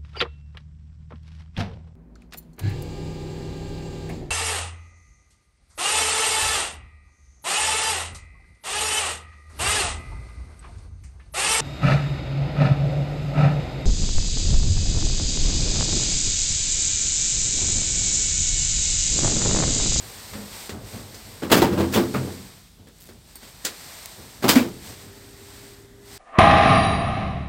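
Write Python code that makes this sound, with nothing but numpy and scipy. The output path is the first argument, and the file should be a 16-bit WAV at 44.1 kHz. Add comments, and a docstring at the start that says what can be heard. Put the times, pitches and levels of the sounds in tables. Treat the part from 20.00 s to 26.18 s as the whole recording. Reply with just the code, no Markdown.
'''Inside a small lift: the steel landing door bangs and rattles in its frame, then a floor button clicks.
The sliding car doors meet with a clash and a boom, and the drive hums. A coat rustles, feet shift.
Struck steel is enveloped noise bands plus ringing modes; booms are swelling sines; fittings and the
button spring are clusters of close modes. Coat, floor, air and ride are coloured noise; hum is wavering sines.'''
import sys
import numpy as np
from scipy import signal
from scipy.fft import rfft, irfft
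from scipy.io import wavfile

SR = 44100
rng = np.random.default_rng(int(sys.argv[2]) if len(sys.argv) > 2 else 0)


def dump_mix(stems):
    """Bounce the given channels to the path in sys.argv[1] as a 16-bit WAV at rate SR."""
    frames = np.atleast_2d(stems).T  # one column per channel
    limited = np.clip(frames, -1, 1)  # hard clip at full scale
    pcm = np.round(limited * 32767).astype(np.int16)
    wavfile.write(sys.argv[1], SR, pcm)


N = 272487
TIME_S = np.arange(N) / SR

# door blows: (time [s], relative level [dB], tilt [dB/octave], rise [s])
DOOR_BLOWS = [(1.42, -18.5, -5, 0.009), (1.497, -17.5, -4, 0.002), (1.514, -10, -2.35, 0.0023),
              (1.519, -11, -1.7, 0.00092), (1.562, -13.5, -2.5, 0.0066), (1.618, -10, -4, 0.00086),
              (1.715, -13.5, -5, 0.028), (1.773, -12.5, -5.5, 0.012), (1.789, -13.5, -4.5, .01),
              (1.921, -31, 0.5, 0.0087), (1.934, -22.5, -0.45, 0.0063), (1.955, -13, -4, 0.0047),
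              (1.973, -12.5, -5.5, 0.0017), (2.139, -16.5, -5, 0.0069), (2.213, -20.5, -8.5, 0.036),
              (2.274, -28.5, -6, .003), (4.422, -23.5, -2, .012), (4.44, -13, -4.5, 0.0018),
              (4.48, -17, -0.9, 0.0031), (4.488, -15.5, 0.5, .0017), (4.555, -14, -2.5, 0.00078)]
# ring of the doors and the car: (frequency [Hz], relative level [dB], T60 [s])
RING_MODES = [(89.2, -17, 0.85), (128.5, -19, 1), (180, -16.5, 0.81), (199, -14, 0.77), (258.7, -9.5, 0.54),
              (344.6, -12, 0.67), (434, -15, 0.67), (489, -16.5, 0.6), (584, -12, 0.2), (786, -36, 0.28),
              (853, -21, 0.41), (957, -24, 0.19), (1190, -26, 0.22), (1420, -22, 0.33), (1467, -20, 0.19),
              (1620, -14.5, 0.25), (2900, -30.5, 0.2), (3130, -30, 0.23), (4490, -39, .25),
              (4840, -28, 0.22)]
# dense ring of sheet steel: (frequency [Hz], relative density [dB])
STEEL_COLOUR = [(40, -53), (85, -6.5), (130, -13), (260, 1.5), (450, -5), (700, -10.5), (1300, -9.5),
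                (2100, -10.5), (3100, -9), (5000, -7.5), (6700, -14), (8400, -5), (10000, -23.5),
                (13000, -11.5), (16000, -12)]
DOOR_CLANG_DB = 4.5


def doors(bands, clatter_db=12.0, modes_db=-4.0, rattle_db=2.0):
    """Loose steel clatters at each blow, and the strongest modes ring on."""
    clatter = strikes(DOOR_BLOWS, bands, STEEL_COLOUR, tail_db=-5.5, stretch=1.0, clang_db=DOOR_CLANG_DB)
    out = from_db(clatter_db + rattle_db * drift(320)) * clatter
    start_s, blow_db, tilt, _ = np.transpose(DOOR_BLOWS)
    delay_cycles = rng.random((len(start_s), len(RING_MODES)))  # each mode answers within one cycle
    signs = rng.choice([-1, 1], delay_cycles.shape)
    for (hz, mode_db, t60_s), delay, sign in zip(RING_MODES, delay_cycles.T, signs.T):
        level_db = contact_db(hz, blow_db, tilt, DOOR_CLANG_DB) + mode_db + modes_db
        clicks = np.zeros(N)
        clicks[((start_s + delay / hz) * SR).astype(int)] = sign * from_db(level_db)
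        out += ring(clicks, hz, t60_s)
    return out


# first clatter: (frequency [Hz], T60 at stretch 1 [s])
CLATTER_DECAY = [(100, 0.18), (400, 0.23), (1500, 0.19), (5000, 0.14), (14000, 0.14)]
# tail in the car: (frequency [Hz], T60 [s])
TAIL_DECAY = [(100, 1), (400, 0.56), (1500, 0.36), (5000, 0.36), (14000, 0.34)]


def strikes(table, bands, colour, tail_db, stretch, clang_db):
    """Each strike builds up in countless modes, dies fast and leaves a tail in the car."""
    out = np.zeros(N)
    t = TIME_S[:SR]
    rises = [(1 - np.exp(-t / rise_s)) ** 2 for *_, rise_s in table]
    for hz, noise in bands:
        clatter = from_db(-60 * t / (stretch * at_hz(CLATTER_DECAY, hz)))
        tail = from_db(tail_db - 60 * t / at_hz(TAIL_DECAY, hz))
        decay = clatter + tail
        power = np.zeros(N + SR)
        for (start_s, db, tilt, _), rise in zip(table, rises):
            gain = from_db(contact_db(hz, db, tilt, clang_db))
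            add(power, start_s, rise * (gain * decay) ** 2)
        out += from_db(at_hz(colour, hz)) * np.sqrt(power[:N]) * noise
    return out


PIVOT_HZ, CLANG_HZ, TILT_TOP_HZ = 350, 1030, 5860


def contact_db(hz, db, tilt, clang_db):
    """Strike strength at a frequency: hard contact tilts it to the treble, a clang lifts the middle."""
    octaves = np.log2(np.clip(hz, PIVOT_HZ, TILT_TOP_HZ) / PIVOT_HZ)
    clang = at_hz([(PIVOT_HZ, 0), (CLANG_HZ, clang_db), (TILT_TOP_HZ, 0)], hz)
    return db + tilt * octaves + clang


# latch and loose fittings: (time [s], pitch [Hz], level before rise and decay [dB])
FITTING_KNOCKS = [(1.519, 3054, -16.5), (1.520, 979, -19), (1.619, 854, -12), (1.945, 3266, -24.5),
                  (2.141, 2414, -33), (2.145, 1303, -24.5), (4.442, 776, -19), (4.556, 2140, -20),
                  (4.576, 2500, -28)]


def knocks(t60_s=0.14, spread=0.12, rise_s=0.0029):
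    """Each small fitting is shaken into ringing around a pitch of its own."""
    out = np.zeros(N)
    for start_s, hz, db in FITTING_KNOCKS:
        ringing = cluster(hz, t60_s, spread, count=9)
        rise = 1 - np.exp(-TIME_S[:len(ringing)] / rise_s)
        add(out, start_s, from_db(db) * ringing * rise)
    return out


# door and floor panels flexing: (time [s], pitch [Hz], envelope peak [dB], swell [s])
PANEL_BOOMS = [(0.347, 206, -37, 0.058), (1.523, 455, -11, 0.0065), (1.640, 353, -20, 0.037),
               (1.785, 333, -18.5, 0.033), (1.963, 233.3, -16.5, 0.011), (2.153, 211, -21, 0.014),
               (2.155, 131, -24, 0.046), (4.560, 258, -1.5, 0.0097), (4.603, 244, -13, 0.011),
               (4.641, 336, -31, 0.018)]


def booms():
    """A panel swells into a few strong cycles and is damped by its frame."""
    out = np.zeros(N)
    for start_s, hz, db, swell_s in PANEL_BOOMS:
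        t = np.maximum(TIME_S - start_s, 0)
        swell = (t / swell_s * np.exp(1 - t / swell_s)) ** 2
        out += from_db(db) * swell * np.sin(2 * np.pi * hz * t)
    return out


# button clicks and small taps: (time [s], relative level [dB], tilt [dB/octave])
TAP_EVENTS = [(0.334, -29.5, -2), (0.693, -30.5, -0.45), (1.144, -48, 3), (2.871, -44.5, -1.5),
              (3.088, -39.5, -2.5), (3.354, -48, 0.5), (3.429, -41.5, -1), (3.644, -33.5, -1.5),
              (3.649, -31.5, 3.5)]
# colour of a tap: (frequency [Hz], relative density [dB])
TAP_SPECTRUM = [(40, -21.5), (100, -18.5), (220, 1), (450, -1), (800, -14), (1800, -8), (2600, -14),
                (4200, -8), (6700, -17), (8500, -3.5), (10000, -31.5), (13000, -48), (16000, 0)]
# dry snaps close by: (time [s], peak level [dB])
DRY_SNAPS = [(3.3555, -29), (3.652, -11), (4.058, -18)]
# spring of the pressed button: (frequency [Hz], level before decay [dB], T60 [s])
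SPRING_MODES = [(4460, -45, 0.1), (7900, -55, 0.12), (8700, -43, 0.1), (11900, -52, .13), (14600, -45, .12)]
PRESS_S, TAP_RISE_S = 3.3555, 0.00023


def buttons(bands, taps_db=13, snap_decay_s=0.0018, spring_spread=0.0195):
    """Taps ring in the car, close snaps sound dry, and the button's spring pings."""
    taps = [(start_s, db, tilt, TAP_RISE_S) for start_s, db, tilt in TAP_EVENTS]
    out = from_db(taps_db) * strikes(taps, bands, TAP_SPECTRUM, tail_db=-31.5, stretch=1.08, clang_db=2)
    t = TIME_S[:SR // 100]
    for start_s, db in DRY_SNAPS:
        snap = rng.standard_normal(len(t)) * np.exp(-t / snap_decay_s)
        add(out, start_s, from_db(db) * snap / np.abs(snap).max())
    for hz, db, t60_s in SPRING_MODES:
        add(out, PRESS_S, from_db(db) * cluster(hz, t60_s, spring_spread))
    return out


# fingertip creaking on the button: (time [s], mean tick rate [1/s], relative level [dB])
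FINGER_CREAK = [(2.86, 30, -38), (2.98, 40, -43), (3.0, 260, -31), (3.1, 200, -41), (3.16, 40, -45)]


def fingertip(edge_hz=4000):
    """Skin sticks and slips on the button in tiny uneven ticks."""
    point_s, rate, db = np.transpose(FINGER_CREAK)
    slips = rng.random(N) < np.interp(TIME_S, point_s, rate, left=0, right=0) / SR
    force = slips * from_db(np.interp(TIME_S, point_s, db)) * rng.uniform(0.88, 1, N)
    envelope = signal.lfilter([1], [1, -0.93], force + 1e-18)
    grit = envelope * rng.standard_normal(N)
    return signal.sosfilt(signal.butter(2, edge_hz, "high", fs=SR, output="sos"), grit)


# sleeve strokes: (middle [s], half length [s], peak level [dB])
SLEEVE_STROKES = [(0.226, 0.51, -41.5), (0.602, .12, -39.5), (0.942, 0.11, -42.5), (1.3, 0.41, -45.5),
                  (2.092, 0.46, -41.5), (3.046, 0.12, -55), (3.304, 0.048, -53), (3.466, 0.074, -48),
                  (3.897, 0.31, -43), (4.35, 1, -47), (4.886, 0.069, -41.5), (5.012, 0.057, -47.5),
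                  (5.33, 0.41, -52.5), (5.602, 0.21, -47.5), (6.18, 0.12, -43.5)]
# fabric hiss: (frequency [Hz], relative density [dB])
COAT_COLOUR = [(290, -4.5), (500, -4), (820, -2), (1400, -5.5), (2000, -3), (2800, -6.5), (4500, -2.5),
               (6700, -8), (8500, -2), (9800, -15.5), (12500, -10), (14600, -9.5), (16000, -20.5)]


def coat(grain_db=0.5, stroke_shape=2.3):
    """Smooth fabric hisses as its threads slip; the arm speeds up and slows down in each stroke."""
    power = np.zeros(N)
    for middle_s, half_length_s, db in SLEEVE_STROKES:
        # shape 2 is a round swell, more is a stroke at even speed
        offset = np.abs((TIME_S - middle_s) / half_length_s) ** stroke_shape
        speed = np.exp(-np.minimum(offset, 20))
        power += (from_db(db) * speed) ** 2
    slips = rng.standard_normal(N) * from_db(grain_db * drift(78))
    return np.sqrt(power) * coloured(slips, COAT_COLOUR)


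# feet shifting: (time [s], peak level [dB])
FOOT_STEPS = [(0.0, -40.5), (0.309, -37), (0.701, -35), (0.908, -33.5), (1.24, -42.5), (2.76, -50.5),
              (3.06, -50), (3.4, -51), (4.16, -41.5), (4.86, -40)]
# hollow floor: (frequency [Hz], relative density [dB])
FLOOR_SPECTRUM = [(25, -27.5), (50, 1.5), (68, -12), (92, 5.5), (160, -8), (220, -4), (310, -11),
                  (450, -9.5), (700, -17.5), (1500, -26.5), (3000, -48), (16000, -82.5)]
# still air of the shaft: (frequency [Hz], relative density [dB])
AIR_COLOUR = [(24, -38.5), (40, 17.5), (133, 2), (151, 5.5), (680, -22), (770, -19.5), (1900, -23),
              (3650, -13.5), (3930, -15.5), (16000, -26.5)]


def car_floor(lumpy_db=2.0, swell_s=0.036, t60_s=1, air_rms_db=-52.5):
    """The hollow floor rumbles under each step, over the still air of the shaft."""
    lumpy = rng.standard_normal(N) * from_db(lumpy_db * drift(5))
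    rumble = coloured(lumpy, FLOOR_SPECTRUM)
    power = np.zeros(N)
    for start_s, db in FOOT_STEPS:
        swell = np.clip((TIME_S - start_s) / swell_s, 0, 1)
        decay_db = -60 * np.maximum(TIME_S - start_s - swell_s, 0) / t60_s
        power += (swell * from_db(db + decay_db)) ** 2
    air = coloured(rng.standard_normal(N), AIR_COLOUR)
    return np.sqrt(power) * rumble + from_db(air_rms_db) * air


# rumble of the moving car: (frequency [Hz], relative density [dB])
RIDE_COLOUR = [(30, 7), (45, -1), (70, -2), (110, -3), (160, -23), (220, -2), (320, -4.5), (550, -13),
               (1000, -21.5), (2000, -16), (2700, -45), (4200, -52), (6500, -31), (8200, -25), (10000, -62),
               (12500, -27), (16000, -53)]
# drive hum: (frequency [Hz], mean rms level [dB], rms pitch wander [Hz])
HUM_LINES = [(105.4, -55, 10.22), (180, -67.5, 8), (282, -62, 4.8), (400, -53.5, 1.46)]


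def drive(ride_rms_db=-52.5, waver_db=0.5, start_s=4.9, fade_s=0.15):
    """The car rumbles and the motor hums once the doors are shut, each line wavering a little."""
    out = from_db(ride_rms_db) * coloured(rng.standard_normal(N), RIDE_COLOUR)
    for hz, db, wander_hz in HUM_LINES:
        phase = 2 * np.pi * np.cumsum(hz + wander_hz * drift(8.5)) / SR
        out += np.sqrt(2) * from_db(db + waver_db * drift(7.2)) * np.sin(phase)
    return out * np.clip((TIME_S - start_s) / fade_s, 0, 1)


def noise_bands():
    """About third-octave noise bands as (centre Hz, samples), neighbours unrelated."""
    edges_hz = np.geomspace(40, 16500, 27)
    white = rng.standard_normal((2, N))
    bands = []
    for k, (low, high) in enumerate(zip(edges_hz, edges_hz[1:])):
        band_pass = signal.butter(2, [low, high], "band", fs=SR, output="sos")
        bands.append((np.sqrt(low * high), signal.sosfilt(band_pass, white[k % 2])))
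    return bands


def ring(clicks, hz, t60_s):
    """A unit click sets a decaying sine of starting height 1 ringing in a two-pole resonator."""
    radius = from_db(-60 / (t60_s * SR))
    angle = 2 * np.pi * hz / SR
    feedback = [1, -2 * radius * np.cos(angle), radius * radius]
    return signal.lfilter([0, np.sin(angle)], feedback, clicks + 1e-18)


def cluster(hz, t60_s, spread, count=6):
    """Close modes beat as they die away together; rms 1 before the decay."""
    t = TIME_S[:SR // 2]
    jitter = rng.uniform(-1.3, 1, count) / count
    pitches_hz = hz * (1 + spread * (np.linspace(-1, 1, count) + jitter))
    start_cycles = rng.random((count, 1))
    modes = np.sin(2 * np.pi * (pitches_hz[:, None] * t + start_cycles)).sum(axis=0)
    return from_db(-60 * t / t60_s) * rms_one(modes)


def coloured(x, spectrum):
    """Shape a steady sound to a spectrum, with a bass cut around 30 Hz; rms 1."""
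    hz = np.maximum(np.fft.rfftfreq(N, 1 / SR), 1)
    bass_cut = hz ** 2 / (hz ** 2 + 900)
    return rms_one(irfft(rfft(x) * from_db(at_hz(spectrum, hz)) * bass_cut, N))


def drift(rate_hz):
    """Smooth random variation of rms 1: low-passed noise made at SR / 40."""
    pole = np.exp(-2 * np.pi * rate_hz * 40 / SR)
    white = rng.standard_normal(N // 40 + 2002)
    slow = signal.lfilter([1], [1, -2 * pole, pole * pole], white)[2000:]  # drop the settling
    return np.interp(np.arange(N) / 40, np.arange(len(slow)), rms_one(slow))


def at_hz(points, hz):
    """Read a table on a log-frequency axis."""
    point_hz, value = np.transpose(points)
    return np.interp(np.log(hz), np.log(point_hz), value)


def from_db(db):
    """Decibels to gain."""
    return 10 ** (np.asarray(db) / 20)


def rms_one(x):
    """Scale to rms 1."""
    return x / np.sqrt(np.mean(x ** 2) + 1e-20)


def add(out, start_s, sound):
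    """Mix a short sound in at a time."""
    start = int(start_s * SR)
    out[start:start + len(sound)] += sound


def scene():
    """Sum of all sources, one channel."""
    bands = noise_bands()
    steel = doors(bands) + knocks() + booms()
    button = buttons(bands) + fingertip()
    return (steel + button + coat() + car_floor() + drive())[None]


def record(dry, bass_hz=38, ceiling=1.1, cutoff_hz=15850):
    """The microphone loses the deepest bass, peaks are rounded, the top is cut."""
    thin = signal.sosfilt(signal.butter(2, bass_hz, "high", fs=SR, output="sos"), dry)
    rounded = ceiling * np.tanh(thin / ceiling)
    return signal.sosfilt(signal.ellip(12, 0.1, 90, cutoff_hz, fs=SR, output="sos"), rounded)


dry = scene()
out = record(dry)
dump_mix(out)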